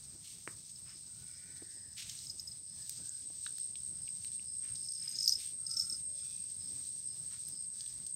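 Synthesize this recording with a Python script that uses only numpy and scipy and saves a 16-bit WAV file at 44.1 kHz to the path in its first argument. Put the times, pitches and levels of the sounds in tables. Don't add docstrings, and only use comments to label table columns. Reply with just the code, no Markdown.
import sys
import numpy as np
from scipy import signal
from scipy.fft import rfft, irfft, next_fast_len
from scipy.io import wavfile
from scipy.ndimage import uniform_filter1d

SR = 44100
rng = np.random.default_rng(int(sys.argv[2]) if len(sys.argv) > 2 else 0)


def to_wav(sig):
    pcm = np.clip(np.atleast_2d(sig), -1, 1) * 32767
    pcm = np.round(pcm).astype(np.int16)
    wavfile.write(sys.argv[1], SR, pcm.T)


N = 359415
TIME = np.arange(N) / SR

# (start t/s, peak level/dB, length t/ms)
LARGE_SQUEAKS = [(.7583, -44.5, 6.4), (.892, -47, 6.2), (2.268, -40, 5.6), (2.2965, -33.5, 12),
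                 (2.3955, -31.5, 5.5), (2.473, -40.5, 20), (2.516, -40, 6.8), (4.8855, -37.5, 9),
                 (5.0226, -36.5, 6.6), (5.077, -32.5, 9), (5.1866, -26.5, 6.9), (5.2241, -32, 6.3),
                 (5.2588, -25, 4.4), (5.275, -25, 14), (5.282, -30.5, 13), (5.322, -20.5, 6.1),
                 (5.3528, -30, 9.7), (5.6654, -31.5, 6.4), (5.7076, -37, 32), (5.739, -34, 12),
                 (5.7663, -31, 23), (5.7963, -21.5, 8.6), (5.809, -29, 9.5), (5.8972, -32, 10),
                 (5.924, -32.5, 9.2)]


def amp(db):
    return 10 ** (np.asarray(db) / 20)


def unit(x):
    return x / np.sqrt(np.mean(abs(x) ** 2) + 1e-20)


def read(points, hz):
    f, value = np.transpose(points)
    return np.interp(np.log(hz + 1), np.log(f + 1), value)


def add(mix, s, sound):
    part = mix[max(round(s * SR), 0):][:len(sound)]
    part += sound[:len(part)]


def colour(x, db_at):
    size = next_fast_len(len(x))
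    gain = amp(db_at(np.fft.rfftfreq(size, 1 / SR)))
    return unit(irfft(rfft(x, size) * gain, size)[:len(x)])


def coloured_noise(points):
    return colour(rng.standard_normal(N), lambda f: read(points, f))


def wander(rate_hz):
    knots = rng.standard_normal(8192)
    return unit(np.interp(TIME * rate_hz * 2, np.arange(len(knots)), knots))


def resonate(x, hz, width_hz):
    b, a = signal.iirpeak(min(hz, SR / 2 - 1), hz / width_hz, SR)
    return signal.lfilter(b, a, x)


def resonate_twice(x, hz, width_hz):
    return resonate(resonate(x, hz, width_hz), hz, width_hz)


def forest(x):
    # (f/Hz, t60/s)
    decay_times = [(300, 0.26), (1500, 0.22), (12000, 0.21)]
    hz, t, z = signal.stft(rng.standard_normal(SR // 2), SR, nperseg=256)
    decay = amp(-60 * t / read(decay_times, hz)[:, None])
    onset = np.minimum(t / 0.0054, 1)
    tail = signal.istft(z * decay * onset, SR, nperseg=256)[1]
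    return signal.oaconvolve(x, tail / np.linalg.norm(tail))[:N]


def chorus(level_db=-49.5, growth_db_per_s=1.1, full_s=2.8):
    # (f/Hz, relative level/dB)
    envelope = [(7300, -42), (7750, -37), (7900, -2), (8150, -4.5), (8450, 4), (8600, 1), (8720, -8),
                (8860, -5.5), (9020, -41), (9600, -82)]
    swell_db = -growth_db_per_s * np.maximum(full_s - TIME, 0)
    shimmer_db = .5 * wander(7.1)
    return amp(level_db + swell_db + shimmer_db) * coloured_noise(envelope)


def birds():
    # (start t/s, length t/s, first f/Hz, last f/Hz, blur rate f/Hz, rms level before the taper/dB)
    calls = [(0.948, 0.89, 1420, 1530, 85, -75), (1.143, 1, 1950, 1744, 230, -71),
             (1.151, 0.57, 2290, 2330, 152, -73.5), (2.703, 0.21, 1780, 1760, 119, -74.5),
             (2.902, 0.373, 1540, 1600, 121, -76), (5.532, 0.49, 1326, 1400, 27, -69.5),
             (6.055, 0.172, 576, 614, 20.37, -71.5), (6.204, 0.12, 1423, 1400, 53, -75),
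             (6.096, 0.48, 2480, 2630, 159.4, -74), (6.08, 0.37, 3520, 3650, 350, -68),
             (7.65, .45, 1450, 2100, 200, -80.5)]
    out = np.zeros(N)
    for s, length, first_hz, last_hz, blur_hz, db in calls:
        size = int(length * SR)
        paths = unit((wander(blur_hz) + 1j * wander(blur_hz))[:size])
        phase = 2 * np.pi * np.cumsum(np.linspace(first_hz, last_hz, size)) / SR
        note = (paths * np.exp(1j * phase)).real
        add(out, s, amp(db) * unit(note) * signal.windows.tukey(size, .8))
    return out


def pulsing_insect(hz=5130, width_hz=450, spread_s=0.059, first_db=-63, last_db=-57):
    # (crest of first phrase t/s, end t/s)
    bouts = [(.9, 5.6), (6.2, 7.8)]
    phrase_every_s = .451
    crests = np.concatenate([np.arange(first, end, phrase_every_s) for first, end in bouts])
    phrases = sum(np.exp(-.5 * ((TIME - s) / spread_s) ** 2) for s in crests)
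    growth = amp(np.linspace(first_db, last_db, N))
    rasp = rng.standard_normal(N) * amp(2.26 * wander(60))
    return phrases * growth * unit(resonate_twice(rasp, hz, width_hz))


def cicada(width_hz=75, side_hz=270, side_db=-12, jitter=0.001814, drift=.001, flutter_db=1.95,
           wet_db=-6, sway_hz=25, sway_db=-0.22):
    start_s, wind_up_s = 2.69, 0.23
    full_hz, wind_up_hz, tymbal_hz = 8456, 520, 64.2
    level_db, crescendo_db_per_s = -46, 0.37
    age = np.maximum(TIME - start_s, 0)
    effort = 1 - np.exp(-age / wind_up_s)
    mode_hz = full_hz - wind_up_hz * (1 - effort) + sway_hz * wander(1.645)
    level = effort * amp(level_db + crescendo_db_per_s * age + sway_db * wander(1.484))
    rate_hz = tymbal_hz * (1 + jitter * wander(25) + drift * wander(2))
    stroke = np.cumsum(rate_hz) / SR

    def mode(off_hz):
        return 1 / (1 + (off_hz / width_hz) ** 2)

    song = np.zeros(N)
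    for k in range(122, 140):
        off_hz = k * tymbal_hz - mode_hz
        gain = mode(off_hz) + amp(side_db) * mode(off_hz + side_hz)
        path = rng.random() + 0.19 * wander(1)
        song += gain * np.sin(2 * np.pi * (k * stroke + path))
    song *= amp(flutter_db * wander(20))
    return level * unit(song + amp(wet_db) * forest(song))


def flames(level_db=-64, puffs_db=-12, puffs_hz=240):
    # (f/Hz, relative level/dB)
    envelope = [(20, -26), (40, -14), (80, 0), (115, 0.5), (170, -3), (260, -14.5), (400, -23.5),
                (1000, -26.5), (5000, -30.5)]
    flutter = amp(2.1 * wander(7)) * coloured_noise(envelope)
    gusts = rng.standard_normal(N) * amp(5.8 * wander(13))
    puffs = unit(resonate_twice(gusts, puffs_hz, puffs_hz))
    return amp(level_db) * (flutter + amp(puffs_db) * puffs)


def sizzle(level_db=-61.5, boil_s=.11, ticks_per_s=160, ticks_db=-12, spread_db=6, patchy_db=2.0):
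    # (f/Hz, relative level/dB)
    envelope = [(1200, -25), (2200, -12), (3100, -7.5), (3900, 2), (5000, 5.5), (6600, 3.5), (7600, 5),
                (9300, -2), (10600, -13), (12800, -9), (15500, -14)]
    # (crest t/s, rise in level/dB)
    boils = [(.6, 2.5), (1.08, 1.5), (2.17, 8), (2.88, 7.5), (3.2, 5), (3.55, 4.5), (4.22, 5), (4.85, 2.5),
             (5.28, 8.5), (6.3, 5), (6.82, 7), (7.42, 6.5), (7.9, 5.5)]
    size = amp(spread_db * np.minimum(rng.exponential(1, N), 3)) * rng.choice([-1, 1], N)
    ticks = unit(size * (rng.random(N) < ticks_per_s / SR))
    cracks = np.zeros(N)
    for hz in 2000 * np.sqrt(2) ** np.arange(7):
        cracks += resonate(rng.standard_normal(N), hz, hz / 2) * amp(patchy_db * wander(4))
    hiss = unit(cracks) * amp(2.03 * wander(20)) + amp(ticks_db) * ticks
    rise_db = sum(db * np.exp(-.5 * ((TIME - s) / boil_s) ** 2) for s, db in boils)
    return amp(level_db + rise_db) * colour(hiss, lambda f: read(envelope, f))


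def jets(octaves=1.38, rise_share=0.24, sputter_db=2.0):
    # (start t/s, length t/s, level before the rise and fall/dB, centre f/Hz)
    gas_jets = [(.192, 0.29, -55, 5100), (0.848, 0.13, -62.5, 2070), (1.96, 0.13, -45, 4100),
                (2.055, 0.2, -53, 4330), (4.611, 0.16, -61.5, 2430), (4.973, 0.33, -62.5, 2700),
                (5.358, 0.19, -49, 5000), (7.298, 0.11, -63, 2000)]
    out = np.zeros(N)
    gas = rng.standard_normal(N) * amp(sputter_db * wander(120))
    for s, length, db, hz in gas_jets:
        low_hz, high_hz = hz / 2 ** (octaves / 2), hz * 2 ** (octaves / 2)
        part = gas[int(s * SR):][:int(length * SR)]
        u = np.linspace(0, 1, len(part))
        flow = np.minimum(u / rise_share, (1 - u) / (1 - rise_share))
        band = lambda f: -10 * np.log10((1 + (low_hz / (f + 1)) ** 6) * (1 + (f / high_hz) ** 6))
        add(out, s, amp(db) * colour(part, band) * flow)
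    return out


def pops(splinter_db=-9):
    # (t/s, peak level/dB, centre f/Hz, width/octaves, splinter decay t/ms)
    snaps = [(.4762, -26.5, 1400, 0.76, 0.35), (2.096, -30, 5500, 0.39, 2),
             (2.1897, -34.5, 4100, 0.21, 0.46), (2.8953, -20.5, 6700, 0.7, 1.13),
             (3.093, -26, 7600, 0.15, 1.5), (3.464, -38, 1440, 0.23, 1.4), (3.464, -36, 3580, 0.16, 2.7),
             (3.583, -32.5, 6450, 2.9, .87), (3.7562, -33, 3800, 0.67, 0.94), (4.078, -44, 2680, .25, 2.9),
             (4.2467, -30, 4480, 0.87, 1.5), (4.395, -47, 2660, 0.18, 2.1), (4.755, -36.5, 5000, .29, 7.5),
             (7.485, -33.5, 8100, 0.73, 3.5), (7.8075, -31, 4960, 0.44, 1.4),
             (7.863, -41.5, 3700, 0.19, 1.5), (8.0663, -31.5, 5900, 0.47, 0.77)]
    # (t/s, peak level/dB)
    thuds = [(0.4757, -37.5), (1.621, -43.5), (3.302, -52)]
    thud_hz, thud_octaves, thud_decay_ms = 340, 0.79, 2.9
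    out, t = np.zeros(N), np.arange(4096) / SR
    f = abs(np.fft.fftfreq(len(t), 1 / SR)) + 1
    dull = [(s, db, thud_hz, thud_octaves, thud_decay_ms) for s, db in thuds]
    for s, db, hz, octaves, decay_ms in list(snaps) + dull:
        splinters = rng.standard_normal(len(t)) * np.exp(-t * 1000 / decay_ms)
        snap = (t == 0) + amp(splinter_db) * splinters
        log_gain = -1.5 * np.log(1 + (np.log2(f / hz) / octaves) ** 2 / 2)
        response = np.exp(np.conj(signal.hilbert(log_gain)))
        pop = np.fft.ifft(np.fft.fft(snap) * response).real
        add(out, s, amp(db) * pop / abs(pop).max())
    return out


def steam_db(s, rise_db=11.5):
    # (start t/s, crest t/s, end t/s, crest level of the small squeaks/dB)
    flurries = [(.6, 0.957, 1.15, -57), (2.2, 2.35, 2.65, -61), (4.733, 4.982, 5.16, -42),
                (5.132, 5.25, 5.335, -27), (5.72, 5.804, 5.89, -34), (5.903, 5.96, 5.98, -41)]
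    levels = []
    for start, crest, end, db in flurries:
        away = np.maximum((crest - s) / (crest - start), (s - crest) / (end - crest))
        levels.append(db - rise_db * away ** 2)
    return np.max(levels, axis=0)


def small_squeaks(spread_db=4, length_ms=9, length_spread=.3):
    squeaks_per_s, idle_db, pause_s = 80, -62.5, .014
    slots = np.arange(int(N / SR * squeaks_per_s))
    when = (slots + rng.random(len(slots))) / squeaks_per_s
    size, length = rng.standard_normal((len(slots), 2)).T
    level_db = np.maximum(steam_db(when), idle_db) - spread_db * abs(size)
    rows = zip(when, level_db, length_ms * np.exp(length_spread * length))
    return [row for row in rows if not any(s - pause_s < row[0] < s for s, _, _ in LARGE_SQUEAKS)]


def squeaks(hz=5180, rise_s=0.001, waver_hz=120, loud_spit_db=-9, small_spit_db=-12, spit_limit_db=-37,
            spit_share=0.66, shift_db=3.0, dribble_db=-15, idle_db=-71, spray_db=-20):
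    # (f/Hz, half the bandwidth of each cascaded resonance f/Hz, relative level/dB)
    modes = [(4100, 110, -14), (5160, 275, 6), (5680, 340, 2), (6500, 250, 2), (11800, 94, -14),
             (12580, 120, -6.5), (13140, 310, -18)]
    whistles, spits = np.zeros(N), np.zeros(N)
    pitch = hz + waver_hz * wander(45)
    for rows, spit_db in [(LARGE_SQUEAKS, loud_spit_db), (small_squeaks(), small_spit_db)]:
        for s, db, length_ms in rows:
            span = slice(int(s * SR), int(s * SR) + SR // 20)
            t = TIME[span] - TIME[span][0]
            u = t * 1000 / length_ms
            blow = (1 - np.exp(-t / rise_s)) * np.maximum(1 - u ** 2, 0)
            tone = np.sin(2 * np.pi * np.cumsum(pitch[span]) / SR)
            add(whistles, s, amp(db) * blow / blow.max() * tone)
            add(spits, s, amp(min(db + spit_db, spit_limit_db)) * np.exp(-u / spit_share))
    whistle_rms = np.sqrt(abs(uniform_filter1d(whistles ** 2, SR // 20)))
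    flow = amp(idle_db) + amp(spray_db + steam_db(TIME)) + amp(dribble_db) * whistle_rms
    dribble = flow * unit(amp(5.3 * np.minimum(wander(70), 2)))
    spray = (spits + dribble) * unit(rng.standard_normal(N) * amp(4.9 * wander(500)))
    rattle = np.zeros(N)
    for f, half_width, db in modes:
        drive = spray * amp(shift_db * wander(20))
        rattle += amp(db) * resonate_twice(drive, f, 2 * half_width)
    return whistles + spray.std() * unit(rattle)


def scene():
    fire = pops() + squeaks() + jets()
    background = chorus() + birds() + pulsing_insect() + cicada()
    mid = background + flames() + sizzle() + fire + amp(-12) * forest(fire)
    air = [(200, -3.5), (800, -8.5), (8000, -7.5), (12500, -4.5)]  # (f/Hz, relative level/dB)
    side = amp(-82) * coloured_noise(air)
    return np.array([mid + side, mid - side])


def record(dry):
    edge_hz = 15800
    low_pass = signal.firwin(801, edge_hz, window=("kaiser", 9), fs=SR)
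    return signal.oaconvolve(dry, low_pass[None], "same")


dry = scene()
out = record(dry)
to_wav(out)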